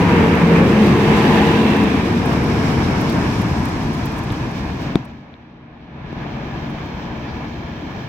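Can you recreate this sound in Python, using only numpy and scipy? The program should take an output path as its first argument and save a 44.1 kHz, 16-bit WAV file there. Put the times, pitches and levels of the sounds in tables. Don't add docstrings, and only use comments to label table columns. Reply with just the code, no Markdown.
import sys
import numpy as np
from scipy import signal
from scipy.fft import rfft, irfft, next_fast_len
from scipy.io import wavfile
from scipy.ndimage import uniform_filter1d, map_coordinates

SR = 44100
rng = np.random.default_rng(int(sys.argv[2]) if len(sys.argv) > 2 else 0)


def unload_wav(signal):
    wavfile.write(
        sys.argv[1],
        SR,
        np.round(np.clip(np.atleast_2d(signal).T, -1, 1) * 32767).astype(np.int16),
    )


N = 356328
TIME = np.arange(N) / SR
SIZE = next_fast_len(N, True)
FREQ = np.maximum(np.arange(SIZE // 2 + 1) * SR / SIZE, 1)
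PAN = np.array([[.5], [-.5]])

# (frequency [Hz], diffuse minus direct [dB])
STEREO_WIDTH = [(30, -7), (70, -25), (140, -17.5), (260, -21), (500, -10), (700, -13), (1030, -6.5),
                (1350, 0), (1900, -1), (2400, -5), (3000, -0.5), (15000, -3)]


def undb(db):
    return 10 ** (np.asarray(db) / 20)


def unit(x):
    return x / np.sqrt(np.mean(x ** 2))


def curves(rows):
    s, *columns = np.transpose(rows)
    return [np.interp(TIME, s, c) for c in columns]


def colour(points):
    hz, db = np.transpose(points)
    return undb(np.interp(np.log(FREQ), np.log(hz), db))


def wave(spectrum):
    return irfft(spectrum, SIZE)[..., :N]


def below(hz, order=16):
    return 1 / np.sqrt(1 + (FREQ / hz) ** order)


def walk(rate_hz):
    hold = int(SR / rate_hz)
    held = rng.standard_normal(2000)[np.arange(N) // hold]
    return unit(uniform_filter1d(uniform_filter1d(held, hold), hold))


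def swell(s, spread_s, order=2):
    return np.exp(-.5 * np.abs((TIME - s) / spread_s) ** order)


def add(out, s, sound):
    i = int(s * SR)
    out[..., i:i + sound.shape[-1]] += sound[..., :N - i]


def ring(modes):
    t = TIME[:SR // 4]
    y = sum(undb(db - 60 * t / t60) * np.sin(2 * np.pi * hz * t) for hz, db, t60 in modes)
    return y / np.abs(y).max()


def tone(hz, db, waver, flutter_db=2):
    pitch = hz * (1 + waver * walk(30))
    return undb(db + flutter_db * walk(16)) * np.sin(2 * np.pi * np.cumsum(pitch) / SR)


def ports():
    # (frequency [Hz], left minus right [dB])
    balance = [(100, 1.5), (260, 1.5), (440, -1), (610, 6), (1000, 0.5), (1450, 1.5), (1800, 1), (2200, -2),
               (3100, -7), (5200, -2.5), (7200, -2), (8600, -4), (11500, 6.5), (16000, 5)]
    # (frequency [Hz], left lead [rad])
    phase_lead = [(100, -0.13), (300, -0.01), (500, 0.27), (700, -0.05), (1000, .5), (1200, 0.5),
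                  (1400, 1.7), (1700, -0.53), (2000, -1), (2400, 0), (2800, 1.4), (3400, 2.5), (6500, 5)]
    lead = np.interp(FREQ, *np.transpose(phase_lead))
    return np.exp((np.log(colour(balance)) + 1j * lead) * PAN)


def noise_band(hz, width_hz):
    a, b = wave(rfft(rng.standard_normal((2, 2, N)), SIZE) / (1 + (2 * FREQ / width_hz) ** 4))
    phase = 2 * np.pi * np.cumsum(hz * np.ones(N)) / SR
    mid, side = rfft(a * np.cos(phase) + b * np.sin(phase), SIZE)
    diffuse = side * colour(STEREO_WIDTH)
    return unit(wave(np.array([mid + diffuse, mid - diffuse]) * ports()))


def decades(abreast_s=0.73, speed_m_s=10.58, reach_m=16.07):
    return np.log10(np.hypot(1, speed_m_s * (TIME - abreast_s) / reach_m))


def whine(s=7.22, spread_s=0.95, base_hz=165.75):
    multiples = (16, 18, 19, 20, 21, 25)
    levels = [-61, -62, -52.5, -66, -58, -66]
    partials = sum(tone(k * base_hz, db, waver=0.0006, flutter_db=0.3)
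                   for k, db in zip(multiples, levels))
    return swell(s, spread_s, order=4) * partials


def motor_hum(db_per_decade=14):
    # (pitch [Hz], level abreast [dB])
    partials = [(140, -29), (233, -30), (458, -42.5)]
    return sum(tone(hz, db - db_per_decade * decades(), waver=0.01117) for hz, db in partials)


def crackles(trim_db=-9, edge_hz=3600, spatter_s=(1.7, 4.25), spatter_db=-39, scatter_db=2, count=40):
    # (time [s], length [s], relative level [dB], left minus right [dB])
    accents = [(.349, 0.008, -30, 10), (1.763, .008, -29, -1), (1.835, .008, -28, -3),
               (2.257, .008, -26, 10), (2.326, 0.012, -35, -9.5), (2.437, .008, -30.5, -4),
               (3.005, .02, -29, 3), (3.095, 0.0072, -25, 8), (3.123, .005, -28, 5), (3.413, 0.011, -29, 4),
               (3.651, 0.0096, -26, 4), (3.685, .012, -33, -1), (3.926, .03, -35, 4),
               (4.053, 0.015, -24.5, -4), (4.12, .006, -36, 2), (4.175, .024, -33, 3),
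               (4.233, .016, -35, 2), (4.316, 0.014, -33, 2), (4.514, .005, -35, -1), (4.81, .02, -42, 2),
               (5.045, .018, -41, -1), (6.69, .025, -45, 3), (6.857, .006, -47, 2), (7.443, .005, -47, 2)]
    out, t = np.zeros((2, N)), TIME[:SR // 20]
    times, lengths = rng.uniform(*spatter_s, count), rng.uniform(.002, .012, count)
    offsets_db, pans_db = scatter_db * rng.standard_normal((count, 2)).T
    spatter = zip(times, lengths, spatter_db + offsets_db, pans_db)
    for s, length_s, db, pan_db in [*accents, *spatter]:
        envelope = np.sin(np.pi * np.minimum(t / length_s, 1))
        burst = rng.laplace(size=(2, len(t))) / 2 * envelope
        ping = signal.lfilter(*signal.iirpeak(rng.uniform(9000, 15000), Q=8, fs=SR), burst)
        add(out, s, (burst + ping) * undb(db + trim_db + PAN * pan_db))
    return wave(rfft(out, SIZE) * (1 - below(edge_hz, order=8)))


def flange_sizzle():
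    # (peak time [s], spread [s], centre [Hz], width [Hz], level [dB])
    rubs = [(2.8, 0.69, 5300, 850, -45.5), (2.85, .012, 3700, 1300, -37), (3.1, .008, 4000, 1500, -35),
            (7.3, 0.023, 4300, 2600, -47)]
    return sum(undb(db) * noise_band(hz, width_hz) * swell(s, spread_s)
               for s, spread_s, hz, width_hz, db in rubs)


def wheel_ring(from_s=2.9, rise_s=.3, db_per_decade=10.5, flare_db=2):
    # (centre [Hz], width [Hz], level before distance loss [dB])
    bands = [(1696, 170, -41.5), (2260, 240, -46), (2470, 180, -47.5)]
    fade_in = (1 + np.tanh((TIME - from_s) / rise_s)) / 2
    loss_db = db_per_decade * decades()
    return fade_in * sum(undb(db - loss_db + flare_db * walk(9)) * noise_band(hz, width_hz)
                         for hz, width_hz, db in bands)


def rushes():
    # (peak time [s], spread [s], centre [Hz], glide [Hz/s], width [Hz], level [dB])
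    whooshes = [(.15, 0.24, 92.1, 0, 40, -24), (.66, 0.19, 535, 190, 55, -25),
                (.75, 0.71, 213.8, 0, 22, -23.5), (1.0, 0.66, 458.7, -12, 22, -27),
                (1.25, .15, 138, -0.5, 36, -22), (1.28, 0.2, 820, -120, 150, -29.5),
                (1.5, .45, 3497, -0.5, 1310, -35.5), (1.72, 0.26, 2685, -700, 260, -34.5),
                (1.85, 0.11, 269.8, 0, 80, -18.5)]
    return sum(undb(db) * noise_band(hz + glide * (TIME - s), width_hz) * swell(s, spread_s)
               for s, spread_s, hz, glide, width_hz, db in whooshes)


def blowers(s=0.97, spread_s=0.62):
    # (pitch [Hz], level abreast [dB])
    drones = [(214, -15), (352, -23.5), (457, -23.5)]
    return swell(s, spread_s, order=4) * sum(tone(hz, db, waver=0.00786) for hz, db in drones)


def gears(sag_per_s=.08, waver=0.01896):
    # (peak time [s], spread [s], pitch at the peak [Hz], level [dB])
    gear_tones = [(0.285, .36, 171, -16.5), (0.359, 0.21, 470, -24), (0.202, 0.23, 870, -29),
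                  (0.239, 0.22, 960, -25.5), (1.5, .2, 171, -19.5), (1.3, 0.23, 850, -27),
                  (1.3, 0.32, 1000, -27)]
    return sum(swell(s, spread_s, order=4) * tone(hz * (1 - sag_per_s * (TIME - s)), db, waver)
               for s, spread_s, hz, db in gear_tones)


def jolts(scatter=0.06):
    # (time [s], level [dB])
    drops = [(.905, -12), (0.935, -10), (2.678, -12), (2.78, -13), (3.265, -9), (3.762, -11), (3.851, -8.5),
             (4.03, -15), (4.31, -9), (4.41, -13), (6.229, -26), (7.332, -22)]
    # (frequency [Hz], relative level [dB], t60 [s])
    bogie_modes = [(72, -14, 0.091), (138, 16.5, 0.083), (205, 6, 0.21), (308, 2.5, 0.13),
                   (458, -31, 0.037), (815, -26, .04)]
    out = np.zeros(N)
    for s, db in drops:
        detune = 1 + scatter * rng.standard_normal(len(bogie_modes))
        modes = [(hz * d, mode_db, t60) for (hz, mode_db, t60), d in zip(bogie_modes, detune)]
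        add(out, s, undb(db) * ring(modes))
    return out


def tread(grains_db=-12, count=5000):
    impacts = np.zeros(N)
    impacts[rng.integers(0, N, count)] = rng.laplace(size=count)
    return rng.standard_normal(N) + undb(grains_db) * unit(impacts)


def small_modes(count=220, depth_db=.8):
    ripple_db = depth_db * rng.standard_normal(count)
    return colour(np.column_stack([np.geomspace(200, 12000, count), ripple_db]))


def rolling_levels(pass_spread_s=.33):
    # (time [s], extra roar [dB], extra hiss [dB])
    bogie_passes = [(0.202, 3.5, 0), (1.32, 3.5, 4.5)]
    # (time [s], spread [s], rumble [dB], roar [dB], hiss [dB])
    swells = [(2.7, 0.25, 1, 1.5, 2), (3.25, 0.46, 2.5, 1.9, 2.1), (4.6, 0.42, 0.1, -1, 0.5),
              (7.3, 0.65, 0.8, -0.5, 0.6)]
    rumble = -14 - 23.2 * decades()
    roar = -24.5 - 18.3 * decades()
    hiss = -39 - 18.1 * decades()
    for s, roar_db, hiss_db in bogie_passes:
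        near = swell(s, pass_spread_s)
        roar, hiss = roar + roar_db * near, hiss + hiss_db * near
    for s, spread_s, rumble_db, roar_db, hiss_db in swells:
        up = swell(s, spread_s)
        rumble, roar, hiss = rumble + rumble_db * up, roar + roar_db * up, hiss + hiss_db * up
    return rumble, roar, hiss


def rolling(rumble_top_hz=520, roar_top_hz=2700, shudder_db=.5, flutter_db=0.88):
    # (frequency [Hz], relative level [dB])
    beside = [(30, -23), (75, -9.5), (115, -10), (185, -1.5), (260, -7), (350, -9.5), (470, -11),
              (600, -21), (950, -18.5), (1450, -25.5), (2600, -27), (4700, -35), (8200, -46), (15000, -52)]
    behind = [(30, -18), (65, -4.5), (125, -1), (230, -1.5), (410, -12), (560, -18), (950, -12),
              (1420, -22.5), (2400, -26.5), (3300, -27.5), (5600, -31.5), (8000, -41.5), (13000, -48.5),
              (15500, -52)]
    far = [(30, -10), (70, -0.5), (103, -4.5), (150, 0), (270, -3.5), (490, -14.5), (960, -13.5),
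           (1330, -22), (2400, -25.5), (3800, -30), (6000, -39), (7000, -45.5), (7500, -53), (8100, -52.5),
           (9000, -66), (12000, -59.5), (15500, -49)]
    # (time [s], perspective [0 beside, 1 behind, 2 far])
    crossfade = [(1.6, 0), (2.3, 0.48), (4.4, 1.34), (5.3, 2)]
    # (centre [Hz], width [Hz], gain [dB])
    resonances = [(78.5, 35, 2.5), (133, 89, 2), (237, 25, 0), (304, 102, 4), (446, 13, 2), (519, 72, -4.5),
                  (710, 230, 0.5), (1020, 79, 1.5), (1410, 210, -1.5), (1714, 410, 2), (1964, 81, -1.5),
                  (2280, 130, 2), (2980, 590, -3), (5630, 1400, 2.5)]
    # (frequency [Hz], extra diffuse level [dB])
    widening = [(140, -2), (300, 0.5), (500, 10), (700, 2.5), (1000, 0.5), (1800, 2.5), (3000, -2)]
    rumble, roar, hiss = rolling_levels()
    perspective, = curves(crossfade)
    body = undb(sum(db / (1 + (2 * (FREQ - hz) / width) ** 2) for hz, width, db in resonances))
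    tint = body * ports()
    mid, side = rfft(tread(), SIZE), rfft(tread(), SIZE) * colour(STEREO_WIDTH)
    lows, lows_and_mids = below(rumble_top_hz), below(roar_top_hz)
    bands = [(lows, undb(rumble + shudder_db * walk(18))),
             (lows_and_mids * np.sqrt(1 - lows ** 2), undb(roar + flutter_db * walk(21.82))),
             (np.sqrt(1 - lows_and_mids ** 2), undb(hiss + flutter_db * walk(25)))]
    out = 0
    for k, eq in enumerate([beside, behind, far]):
        share = np.maximum(1 - np.abs(perspective - k), 0)
        diffuse = side * colour(widening) if k else side
        spectrum = np.array([mid + diffuse, mid - diffuse]) * tint * colour(eq) * small_modes()
        for band, gain in bands:
            layer = wave(spectrum * band)
            out = out + layer * (share * gain / layer.mean(axis=0).std())
    return out


def platform(direct, edge_hz=620, top_hz=4200):
    # (time [s], lag [s], left share, right share)
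    reflection = [(.8, 0.001, 0, 0), (1.35, 0.001105, 0.27, 0.16), (1.8, 0.0011, 0.075, 0.15),
                  (2.2, 0.00134, 0.03, 0.057), (2.7, 0.00132, 0.039, 0.21), (3.5, .00138, 0.0056, 0.051),
                  (4.1, .00142, 0, 0)]
    lag_s, *shares = curves(reflection)
    bounced = wave(rfft(direct, SIZE) * (1 - below(edge_hz, order=8)) * below(top_hz, order=8))
    out = []
    for channel, bounce, share in zip(direct, bounced, shares):
        delayed = map_coordinates(bounce, [(TIME - lag_s) * SR], order=3, mode="mirror")
        out.append((channel + share * delayed) / np.sqrt(1 + share ** 2 / 2))
    return np.array(out)


def knocks(lag_s=0.00089, stiff_hz=70, thud_left_db=4):
    # (time [s], thud [dB], click [dB], click top [Hz], click left minus right [dB])
    hits = [(4.304, -11.5, -15, 4800, 1), (4.956, 6, -6.5, 8600, 14.5), (5.341, -59.5, -28.5, 4220, 11),
            (6.128, -15, -46, 2000, -4)]
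    # (frequency [Hz], relative level [dB], t60 [s])
    case_modes = [(184, 26.5, 0.032), (259, 10, 0.14), (315, 31.5, 0.016), (424, 13, 0.013),
                  (670, 18.5, 0.016), (2350, 1, .006), (3700, 2, .008)]
    # (frequency [Hz], relative level [dB])
    click_eq = [(300, 12), (1300, -5), (2300, 2), (2850, -3), (3700, 7), (5000, -10), (8200, -14),
                (9200, -35), (16000, -50)]
    thuds, clicks = np.zeros(N), 0
    for s, thud_db, click_db, top_hz, pan_db in hits:
        click = colour(click_eq) * below(top_hz)
        delay = np.exp(-2j * np.pi * FREQ * s)
        clicks = clicks + undb(click_db + PAN * pan_db) * click / click.mean() * delay
        add(thuds, s + lag_s, -undb(thud_db) * ring(case_modes))
    tight_thuds = wave(rfft(thuds, SIZE) * (1 - below(stiff_hz, order=6)))
    return tight_thuds * undb(PAN * thud_left_db) + wave(clicks)


def dip(start_s=4.924, depth_db=-17, attack_s=0.16, dull_db_per_s=-15):
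    since = np.maximum(TIME - start_s, 0)

    def held(hold_s, release_s):
        return (1 - np.tanh((since - hold_s) / (2 * release_s))) / 2

    dip_db = depth_db * (1 - np.exp(-since / attack_s)) * held(hold_s=1.07, release_s=0.1)
    dull_db = dull_db_per_s * since * held(hold_s=1.08, release_s=0.13)
    return dip_db, dull_db


def scene(dull_hz=4000, hum_dip_share=0.55):
    train = platform(rolling()) + gears() + blowers() + rushes()
    train = train + flange_sizzle() + whine() + wheel_ring() + jolts()
    dip_db, dull_db = dip()
    lows = wave(rfft(train, SIZE) * below(dull_hz, order=10))
    dulled = lows + undb(dull_db) * (train - lows)
    return undb(dip_db) * dulled + undb(hum_dip_share * dip_db) * motor_hum() + crackles() + knocks()


def record(dry, bottom_hz=22, top_hz=15850):
    trimmed = signal.sosfilt(signal.butter(2, bottom_hz, "high", fs=SR, output="sos"), dry)
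    rounded = trimmed / (1 + trimmed ** 4) ** (1 / 4)
    return signal.sosfilt(signal.ellip(10, .1, 80, top_hz, fs=SR, output="sos"), rounded)


dry = scene()
out = record(dry)
unload_wav(out)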